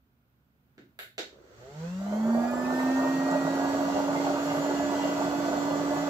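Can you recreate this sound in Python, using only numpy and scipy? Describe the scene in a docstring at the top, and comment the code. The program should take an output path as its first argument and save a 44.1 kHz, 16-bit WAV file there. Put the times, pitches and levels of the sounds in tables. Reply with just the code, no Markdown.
"""A finger taps and presses a switch: dry clicks of a control panel, mostly heard through a small room.
A foot spa on the hard floor then spins up its blower motor: hum, growl and whine follow one shaft speed,
with a rush of filtered noise for the blown air, a thin treble hiss and floor rumble.
Air bubbles through the water as short rising rings that thump the plastic tub; bright spits burst on top.
Table levels are settings ahead of the layer trims, the left-right tilt and the overall tone colour."""
import sys
import numpy as np
from scipy import signal
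from scipy.fft import rfft, irfft, next_fast_len
from scipy.io import wavfile
from scipy.ndimage import uniform_filter1d, map_coordinates

SR = 44100
rng = np.random.default_rng(int(sys.argv[2]) if len(sys.argv) > 2 else 0)


def waveform_to_disk(signal):
    """Save audio, clipped to [-1, 1], as 16-bit WAV at the path in sys.argv[1]."""
    frames = np.transpose(np.atleast_2d(signal))
    scaled = np.clip(frames, -1, 1) * 32767
    samples = np.round(scaled).astype(np.int16)
    wavfile.write(sys.argv[1], SR, samples)


N = 268569


def amp(db):
    """dB to gain."""
    return 10 ** (np.asarray(db) / 20)


def unit(x):
    """Scaled to rms 1."""
    return x / np.sqrt(np.mean(x ** 2) + 1e-20)


def along(points, hz):
    """Value at hz from (f/Hz, value) points on a log frequency axis."""
    f, v = np.transpose(points)
    return np.interp(np.log(hz + 1), np.log(f + 1), v)


def curves(rows):
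    """One value per sample for each column after the time."""
    s, *cols = np.transpose(rows)
    return [np.interp(np.arange(N) / SR, s, c) for c in cols]


def fade_in(s, length):
    """Gain that rises from 0 and reaches 1 at time s, length in seconds."""
    return np.clip(1 + (np.arange(N) / SR - s) / length, 0, 1) ** 2


def wobble(rate):
    """A smooth random curve, rate knots a second."""
    knots = rng.standard_normal(int(N * rate / SR) + 4)
    return map_coordinates(knots, [np.arange(N) * rate / SR])


def noise_pair():
    """Two unrelated white noises."""
    return rng.standard_normal((2, N))


def filtered(x, response):
    """x passed through a response given as a function of frequency."""
    m = next_fast_len(N + SR // 2)
    return irfft(rfft(x, m) * response(np.fft.rfftfreq(m, 1 / SR)), m)[..., :N]


def resonances(modes):
    """Bank of ringing modes (f/Hz, width/Hz, level/dB), each a causal band-pass."""
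    def response(f):
        total = 0
        for k, (centre, width, db) in enumerate(modes):
            mode = 1j * f * width / (centre * centre - f * f + 1j * f * width)
            total = total + (-1) ** k * amp(db) * mode  # neighbours alternate in sign
        return total
    return response


# stereo image of diffuse sound: (f/Hz, left-right likeness, 1 = identical, negative = opposed)
LIKENESS = [(60, 0.82), (180, 1), (550, 0.68), (1650, -0.38), (4970, -0.06), (15000, -0.15)]


def mid_side_gains(hz):
    """Share of the common and the opposed signal that gives the likeness at each frequency."""
    turn = np.arccos(np.clip(along(LIKENESS, hz), -1, 1)) / 2
    return np.array([np.cos(turn), np.sin(turn)])


def pair(a, b, spectrum):
    """Two unrelated signals coloured by (f/Hz, level/dB) points and mixed to a stereo rms of 1."""
    mid, side = filtered(np.array([a, b]), lambda hz: amp(along(spectrum, hz)) * mid_side_gains(hz))
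    return unit(np.array([mid + side, mid - side]))


def arrive(x):
    """Direct sound reaches the right microphone 8 samples before the left."""
    return np.array([np.pad(x, (8, 0))[:N], x])


# decay of the small room: (f/Hz, t60/s)
ROOM_DECAY = [(150, 0.51), (500, 0.24), (1000, 0.25), (4000, 0.31), (12000, 0.27)]
TAIL_S = .3  # the echo crossfades to a new random tail at this interval


def room_tails(count, long):
    """Random stereo tails that build up in a few ms, then die at each frequency's own speed."""
    hz, t, z = signal.stft(rng.standard_normal((count, 2, long)), SR, nperseg=256)
    envelope = (1 - np.exp(-t / 0.0048)) * amp(-60 * t / along(ROOM_DECAY, hz)[:, None])
    tail = signal.istft(z * envelope, SR, nperseg=256)[1][..., :long]
    gains = mid_side_gains(np.fft.rfftfreq(long, 1 / SR))
    mid, side = np.moveaxis(irfft(rfft(tail) * gains, long), 1, 0)
    tail = np.stack([mid + side, mid - side], 1)
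    return tail / np.sqrt(np.mean(np.sum(tail ** 2, -1)))


def room(x):
    """Diffuse echo: each stretch gets its own random tail, crossfaded, so no single tail colours all."""
    hop, long = round(TAIL_S * SR), SR // 2
    count = N // hop + 2
    tail = room_tails(count, long)
    padded = np.pad(x, (hop, 2 * hop))
    out = np.zeros((2, N + 4 * hop + long))
    window = signal.get_window("hann", 2 * hop)
    for k in range(count):
        stretch = padded[k * hop:(k + 2) * hop] * window[:len(padded) - k * hop]
        wet = signal.fftconvolve(stretch[None], tail[k], axes=1)
        out[:, k * hop:][:, :wet.shape[1]] += wet
    return out[:, hop:hop + N]


STEP = 100  # samples between the points of a tone's level curve


def tone(turn, db, spread, flutter_db, rate):
    """A sine of phase turn (db per STEP); each microphone hears its own phase and flutter."""
    knots = rng.standard_normal((2, int(rate * N / SR)))
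    step, at = np.arange(0, N, STEP), np.linspace(0, N, knots.shape[1])
    flutter = np.array([np.interp(step, at, k) for k in knots])
    gain = amp(db + flutter_db * flutter)
    gain = np.array([np.interp(np.arange(N), step, g) for g in gain])
    phase = turn % (2 * np.pi) + rng.uniform(-spread, spread, (2, 1))
    return np.sqrt(2) * gain * np.sin(phase.astype(np.float32))


# spectrum of room tone and preamp hiss: (f/Hz, level/dB per Hz)
QUIET_SPECTRUM = [(25, -40), (45, -20), (65, -2), (95, -13), (125, -1), (170, -12), (240, -7), (320, -18.5),
                  (800, -25), (1150, -26), (1450, -22), (1800, -30), (2500, -31), (7000, -43.5),
                  (11000, -45.5), (13000, -34), (15500, -32)]


def room_tone():
    """Steady room tone and preamp hiss: coloured noise that sways a little, stronger on the right."""
    sway_db = 1.5 * wobble(5)
    return amp(-68 + sway_db + [[-1.2], [1.2]]) * pair(*noise_pair(), QUIET_SPECTRUM)


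# floor rumble under the tub: (t/s, level/dB)
RUMBLE_LEVEL = [(1.2, -73), (2.0, -58.5), (2.8, -62.5), (6.09, -58)]


def rumble():
    """The floor shakes in the lowest octaves while the motor runs: low-passed noise."""
    level_db, = curves(RUMBLE_LEVEL)
    low = pair(*noise_pair(), [(20, -32), (35, -4), (60, 1), (100, -4), (130, -15), (200, -60)])
    return fade_in(1.4, .2) * amp(level_db + 4.5) * low


# thin treble hiss that swells during the run-up: (t/s, level/dB)
TREBLE_LEVEL = [(1.4, -88), (1.6, -77), (1.75, -66), (2.0, -61), (2.4, -63), (3.0, -72), (6.09, -76)]


def hiss():
    """A thin treble hiss swells during the run-up, is strongest near 2 s, then sinks: band-passed noise."""
    level_db, = curves(TREBLE_LEVEL)
    treble = pair(*noise_pair(), [(3000, -43), (5500, -9), (7500, 12), (10000, -6), (15000, -12)])
    return fade_in(1.4, .1) * amp(level_db) * treble


WHISTLE_S, WHISTLE_LASTS_S, WHISTLE_HZ, WHISTLE_DB = 5.06, .1, 3183, -55  # LASTS: to 1/e either side


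def whistle():
    """A thin tone of steady pitch swells once beside the motor's whine."""
    t = np.arange(N) / SR
    swell = np.exp(-((t - WHISTLE_S) / WHISTLE_LASTS_S) ** 2)
    return swell * tone(2 * np.pi * WHISTLE_HZ * t, WHISTLE_DB, spread=1, flutter_db=2, rate=25)


# switch contacts: (t/s, peak level/dB, then colour level/dB at f/Hz 280, 450, 700, 1600, 4000, 6000, 11000)
CONTACTS = [(0.78, -42, 10, -5, -2, -6, -18, -17.5, -35), (0.9899, -27, -14, -5, 7, 3.5, -3, -12, -4.5),
            (1.0209, -32.5, -12, -5, -8, 5, -4, -7, -0.5), (1.1805, -24, 2, 9, 14.5, 4, 4, 4, -12.5)]
# modes of the control panel: (f/Hz, width/Hz, level/dB)
PANEL_MODES = [(352, 79, 9), (497, 95, 6.5), (610, 130, 3), (930, 160, -8.5), (1504, 150, 8),
               (1780, 113, 8.5), (2040, 350, 5), (3080, 670, 2), (3586, 130, 9), (3830, 130, 8),
               (4320, 160, 6), (4820, 210, 1), (5340, 500, -3.5), (6110, 200, 1), (7240, 1360, 1.5),
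               (10300, 5400, -2)]


def switch():
    """Each contact is an impulse ringing the control panel; mostly the room's answer is heard."""
    blows = np.zeros(N)
    for s, db, *colour in CONTACTS:
        blow = np.zeros(N)
        blow[round(s * SR)] = 1
        tint = list(zip((280, 450, 700, 1600, 4000, 6000, 11000), colour))
        blow = filtered(blow, lambda hz: amp(along(tint, hz)) * resonances(PANEL_MODES)(hz))
        blows += blow * amp(db) / np.abs(blow).max()
    return amp(0.5) * arrive(blows) + amp(8.5) * room(blows)


# clearest surface spits: (t/s, level/dB)
CLEAR_SPITS = [(2.5084, -38), (2.7578, -44), (2.8735, -42), (3.0666, -50), (3.1509, -47), (3.3095, -49),
               (3.552, -42), (4.0778, -45), (4.1272, -45), (4.1786, -59), (4.445, -43), (4.7503, -55),
               (4.9284, -50), (5.0526, -52), (5.7206, -50), (5.8857, -52), (5.945, -48)]


def fizz():
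    """Small bubbles burst at the surface: decaying bright noise, a few strong spits among many faint."""
    draw = rng.random((2, N))
    spits = (draw[0] < 120 / SR) * amp(-68 + 4 * draw[1])  # about 120 faint ones a second
    s, db = np.transpose(CLEAR_SPITS)
    spits[(s * SR).astype(int)] = amp(db - 9)
    shape = amp(-60 * np.arange(4000) / SR / .06)  # falls 60 dB in 60 ms
    bright = pair(*noise_pair(), [(2500, -30), (5000, -15), (10000, 4), (12500, -3.5), (15000, -9.5)])
    return fade_in(2.3, .5) * signal.fftconvolve(spits, shape)[:N] * bright


def bubbles(start, db, hz, cycles, rise):
    """Each bubble rings, decaying to 1/e over the given cycles, while its pitch climbs."""
    t = np.arange(1100) / SR
    life = (cycles / hz)[:, None]
    envelope = (1 - np.exp(-t / 0.0002)) * np.exp(-t / life)
    ring = envelope * np.sin(2 * np.pi * hz[:, None] * t * (1 + rise * t / life))
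    at = (start * SR).astype(int)[:, None] + np.arange(len(t))
    return np.bincount(at.ravel(), (amp(db)[:, None] * ring).ravel(), N + SR)[:N]


# stream of bubbles: (t/s, level/dB)
STREAM_LEVEL = [(1.98, -49), (2.05, -50), (2.25, -36), (2.45, -36), (3.1, -33), (6.09, -34)]
# resonances of the tub with water: (f/Hz, width/Hz, level/dB)
TUB_MODES = [(166, 22.4, -13), (354.4, 45.6, -12), (441.3, 32.4, -11.5), (495, 80, -14.5), (604, 39, -2.5),
             (702, 99, -6), (821, 150, -7), (934, 104, -5), (1186, 80, -7.5), (1470, 80, -6.5),
             (2000, 230, -29)]
# largest bubbles: (t/s, level/dB, f/Hz)
LARGE_BUBBLES = [(2.015, -32, 660), (2.065, -28.5, 670), (2.125, -24, 604), (2.16, -29, 600),
                 (2.258, -30, 615), (2.349, -19, 610), (2.437, -21, 708), (2.536, -20.5, 598),
                 (2.578, -21.5, 620), (2.727, -26, 645), (2.845, -32, 620), (2.906, -22.5, 578),
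                 (3.028, -35, 640), (3.289, -24, 680), (3.45, -22, 610), (3.597, -23, 640),
                 (3.736, -18.5, 604), (3.944, -19, 604), (4.043, -36, 598), (4.135, -30.5, 646),
                 (4.269, -23, 670), (4.385, -23, 645), (4.539, -35, 644), (4.616, -20, 630),
                 (4.782, -36, 613), (4.934, -22, 636), (5.038, -20, 609), (5.166, -22, 640),
                 (5.314, -19.5, 670), (5.484, -33, 604), (5.532, -18.5, 616), (5.607, -30.5, 540),
                 (5.651, -26, 635), (5.756, -39, 566), (5.814, -25, 620)]
# drips falling into the water: (t/s, level/dB, f/Hz)
DRIPS = [(2.794, -31, 2030), (4.1604, -31, 2070), (4.5012, -34, 2040), (5.4076, -54, 1930)]


def water():
    """Bubbles of many sizes leave the air strips through the tub's resonances; gulps and drips ring bare."""
    level_db, = curves(STREAM_LEVEL)
    draw = rng.standard_normal((4500, 3))
    start = rng.uniform(1.9, N / SR, len(draw))
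    pitch = 600 * np.exp(0.657 * draw[:, 1])
    cycles = 1.287 * np.exp(0.34 * draw[:, 2])
    stream = bubbles(start, 2.4 * draw[:, 0], pitch, cycles, rise=0.1096)
    thumps = unit(filtered(stream, resonances(TUB_MODES)))
    ring = thumps * amp(level_db + wobble(20)) * fade_in(2, .04)
    s, db, hz = np.transpose(LARGE_BUBBLES)
    gulps = bubbles(s, db + 4.5, hz, cycles=2.6, rise=0.014)
    gulps += bubbles(s, db - 11, 1.5 * hz, cycles=1.2, rise=0.051)
    s, db, hz = np.transpose(DRIPS)
    ring += bubbles(s, db, hz, cycles=20, rise=0.0029)
    direct = arrive(amp(-1.0) * ring + amp(-5.0) * gulps)
    return direct + room(amp(-3.0) * ring + amp(-1.0) * gulps)


# run-up of the shaft: (t/s, turns a second f/Hz); it closes in on FULL_HZ ever more slowly
SHAFT_SPEED = [(1.25, 50.1), (1.4, 73.6), (1.47, 86.1), (1.62, 122.8), (1.77, 152.9), (2.0, 192.1),
               (2.3, 228.25), (2.6, 249.45), (2.95, 263.25), (3.4, 272.73), (3.85, 278.77), (4.23, 281.45),
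               (4.79, 283.35), (5.34, 284.58), (5.71, 285.01), (6.09, 285.15)]
FULL_HZ = 286


def shaft():
    """Turns a second; what is lacking to full speed shrinks smoothly."""
    lack, = curves([(s, np.log(FULL_HZ - hz)) for s, hz in SHAFT_SPEED])
    return FULL_HZ - np.exp(uniform_filter1d(lack, size=3000))


# unbalance hum as tub and floor pass it on: (shaft turns f/Hz, level/dB, left-right level/dB)
HUM_LEVEL = [(50, -86, 6), (91, -83, 6), (119, -52, 2), (135, -64, 4), (144, -53, 1), (156.6, -37.5, -0.3),
             (202.6, -32, 1), (232.4, -23.5, -2.5), (247, -33, -5), (263.7, -25, -0.3), (267.7, -28, -1.5),
             (296, -34, -6)]


def hum(turn, coarse):
    """Unbalance of the shaft: one tone at the shaft rate, its level set by the speed."""
    at, hum_db, pan_db = np.transpose(HUM_LEVEL)
    sides_db = [np.interp(coarse, at, hum_db + half * pan_db) for half in (.5, -.5)]
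    return tone(turn, np.array(sides_db) + [[.6], [-.6]], spread=0.024, flutter_db=0.72, rate=17)


# low multiples: (multiple of the shaft rate, level/dB)
LOW_MULTIPLES = [(3, -48.5), (4, -59.5), (5, -61.5)]
# what the shell does to them: (f/Hz, level/dB)
SHELL_COLOUR = [(250, -24), (340, -34), (410, -10.5), (450, -23), (495, -1.5), (540, -11), (600, -3),
                (700, -3), (850, -4.5), (1050, -6), (1150, 8.5), (1370, 10), (1450, -18), (1620, 12),
                (1720, 2.5)]
RATTLE_HZ, RATTLE_WIDE_HZ, RATTLE_DB = 138, 30, 9  # shaft rate at which the low multiples get a lift


def low_multiples(turn, coarse):
    """Low multiples of the shaft rate, coloured by the shell and lifted around one shaft speed."""
    rattle_db = RATTLE_DB * np.exp(-((coarse - RATTLE_HZ) / RATTLE_WIDE_HZ) ** 2)
    tones = 0
    for k, db in LOW_MULTIPLES:
        level_db = db + along(SHELL_COLOUR, k * coarse) + rattle_db
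        tones = tones + tone(k * turn, level_db, spread=.7, flutter_db=3.5, rate=25)
    return tones


# whine: (multiple of the shaft rate, then level/dB at each of the shaft rates below after the first)
WHINE_MULTIPLES = [(6, -61, -58, -51, -50, -57), (8, -76, -60, -58, -66, -69), (9, -67, -66, -66, -64, -64),
                   (11, -75, -73, -70, -68, -70), (12, -76, -78, -77, -69, -65),
                   (13, -75, -88, -72, -72, -74), (14, -79, -83, -70, -66, -74),
                   (15, -69, -67, -71, -69, -63), (16, -86, -86, -70, -59, -73),
                   (17, -82, -79, -73, -69, -68), (18, -87, -84, -76, -69, -68),
                   (19, -84, -75, -69, -73, -67), (20, -76, -68, -67, -68, -68),
                   (21, -83, -81, -75, -69, -73), (22, -85, -80, -71, -73, -75),
                   (23, -87, -85, -75, -75, -66), (24, -84, -83, -79, -67, -78),
                   (25, -76, -71, -69, -64, -59), (26, -88, -86, -74, -70, -69),
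                   (27, -89, -78, -73, -64, -61), (28, -88, -81, -70, -65, -78),
                   (29, -87, -80, -72, -64, -72), (30, -77, -65, -60, -60, -60),
                   (31, -88, -76, -72, -72, -72), (32, -89, -82, -62, -62, -62),
                   (33, -85, -76, -70, -70, -69), (34, -84, -82, -72, -73, -75),
                   (35, -73, -75, -73, -69, -71), (36, -90, -77, -78, -73, -79),
                   (37, -90, -81, -73, -81, -77), (38, -90, -80, -75, -77, -77),
                   (39, -89, -79, -77, -77, -84), (40, -84, -75, -68, -73, -70),
                   (41, -87, -73, -72, -78, -75), (42, -89, -77, -84, -80, -83),
                   (43, -83, -86, -77, -79, -79), (44, -89, -80, -76, -83, -81),
                   (45, -82, -77, -67, -72, -77), (46, -88, -84, -82, -83, -82),
                   (47, -94, -86, -82, -86, -83), (48, -89, -90, -79, -83, -86),
                   (49, -91, -90, -81, -85, -86), (50, -86, -78, -72, -80, -79),
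                   (51, -90, -86, -82, -82, -82), (52, -87, -86, -90, -86, -89),
                   (53, -91, -89, -86, -86, -85), (54, -90, -89, -84, -85, -83),
                   (55, -87, -83, -81, -80, -87), (56, -92, -85, -82, -84, -84),
                   (57, -92, -85, -82, -84, -84), (58, -92, -85, -82, -84, -84),
                   (59, -92, -85, -82, -84, -84), (60, -90, -79, -77, -80, -80),
                   (61, -92, -85, -82, -84, -84), (62, -92, -85, -82, -84, -84),
                   (63, -92, -85, -82, -84, -84), (64, -92, -85, -82, -84, -84),
                   (65, -90, -84, -77, -80, -80)]
# shaft rates of those levels, after the one where the whine is silent: (f/Hz)
WHINE_SPEEDS = [60, 150, 215, 258, 276, 284.5]
SWELL_DB, SWELLS_PER_S = 2.5, 2.5  # each multiple comes and goes slowly
STANDING_HZ = 170  # and swells as it glides through the room's standing waves, this far apart


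def whine(turn, coarse):
    """High multiples of the shaft rate swell on their own; the walls smear them as they glide."""
    tones = 0
    for k, *levels_db in WHINE_MULTIPLES:
        place = SWELLS_PER_S * np.arange(0, N, STEP) / SR + k * coarse / STANDING_HZ
        knots = rng.standard_normal(int(place.max()) + 2)
        swell_db = SWELL_DB * np.interp(place, np.arange(len(knots)), knots)
        db = np.interp(coarse, WHINE_SPEEDS, [-110, *levels_db]) + swell_db
        tones = tones + tone(k * turn, db, spread=1.2, flutter_db=4, rate=22)
    return amp(-2) * tones + amp(-1) * room(tones[0])


GROWL_DB, GROWL_FADES_DB = -53.5, 22  # at rest; loss by 190 turns a second


def growl(turn, hz):
    """Noise that pulses once a turn and fades as the shaft gains speed."""
    pulsed = noise_pair() * (1 + 0.63 * np.sin(turn))
    spectrum = [(200, -27), (370, 1.5), (560, -0.5), (750, -18), (1500, -15.5), (3000, -58)]
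    level_db = GROWL_DB - GROWL_FADES_DB * (hz / 190) ** 2.5
    return amp(level_db) * pair(*pulsed, spectrum)


# blower: (t/s, air rush level/dB, 7th multiple of the shaft rate level/dB, 10th multiple level/dB)
BLOWER_LEVELS = [(1.2, -91, -95, -97), (1.3, -69, -86, -88), (1.6, -56, -69, -70), (1.8, -52, -74, -68),
                 (2.0, -52, -57, -61), (2.2, -49.5, -60, -58), (2.6, -46.5, -42, -56.5),
                 (2.95, -41.5, -41, -51), (3.4, -42, -43.5, -58.5), (3.8, -39.5, -56, -60),
                 (3.95, -40, -52, -52.5), (4.25, -39, -73, -55), (4.6, -39.5, -54, -54),
                 (4.9, -39, -51, -55.5), (5.05, -38, -50, -43), (5.25, -39, -56, -56),
                 (6.09, -40, -52, -68)]
# spectrum of the blown air: (f/Hz, level/dB per Hz)
RUSH_SPECTRUM = [(30, -19), (70, -6), (120, 11.5), (450, 12.5), (1000, 4.5), (1400, 12), (1700, 7),
                 (2000, 6), (2400, -1), (2900, 0.5), (3300, 1), (3900, -3), (4450, 2.5), (5200, -7),
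                 (5850, 2), (6200, -6), (6600, 2), (7100, -10), (7600, 0), (11000, -19), (15000, -17)]


def blower(turn):
    """Blown air as coloured noise, with the 7th and 10th multiples of the shaft rate as tones."""
    rush_db, seventh_db, tenth_db = curves(BLOWER_LEVELS)
    seventh = tone(7 * turn, seventh_db[::STEP] - 1.5, spread=1.1, flutter_db=2.5, rate=45)
    tenth = tone(10 * turn, tenth_db[::STEP] - 4.5, spread=1.1, flutter_db=6, rate=45)
    rush = amp(rush_db + 0.7 * wobble(11)) * pair(*noise_pair(), RUSH_SPECTRUM)
    return seventh + tenth + rush


def motor():
    """One shaft drives it all: hum, multiples and whine, a growl while it is slow, and blown air."""
    hz = shaft()
    turn = 2 * np.pi * np.cumsum(hz + .2 * wobble(12)) / SR  # shaft angle, slightly unsteady
    coarse = hz[::STEP]
    tones = hum(turn, coarse) + low_multiples(turn, coarse) + whine(turn, coarse)
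    return fade_in(1.33, 0.091) * (tones + growl(turn, hz) + blower(turn))


def scene():
    """All layers together; the tub stands a little to the right."""
    layers = rumble() + hiss() + whistle() + switch() + fizz() + water() + motor()
    return layers * amp([[-.9], [.9]])


# overall tone colour, with a dip near 9 kHz: (f/Hz, level/dB)
TONE_COLOUR = [(25, -25), (60, -4.5), (150, -0.5), (7600, 0), (8200, -14.5), (8700, -29), (9400, -9.5),
               (10500, -4), (12000, 2.5), (15600, 1.5)]
TOP_HZ = 15620  # nothing passes above


def record(dry):
    """An overall tone curve shapes the scene, room tone and hiss join in, and the band is limited."""
    coloured = filtered(dry, lambda hz: amp(along(TONE_COLOUR, hz)))
    return filtered(coloured + room_tone(), lambda hz: hz < TOP_HZ)


dry = scene()
out = record(dry)
waveform_to_disk(out)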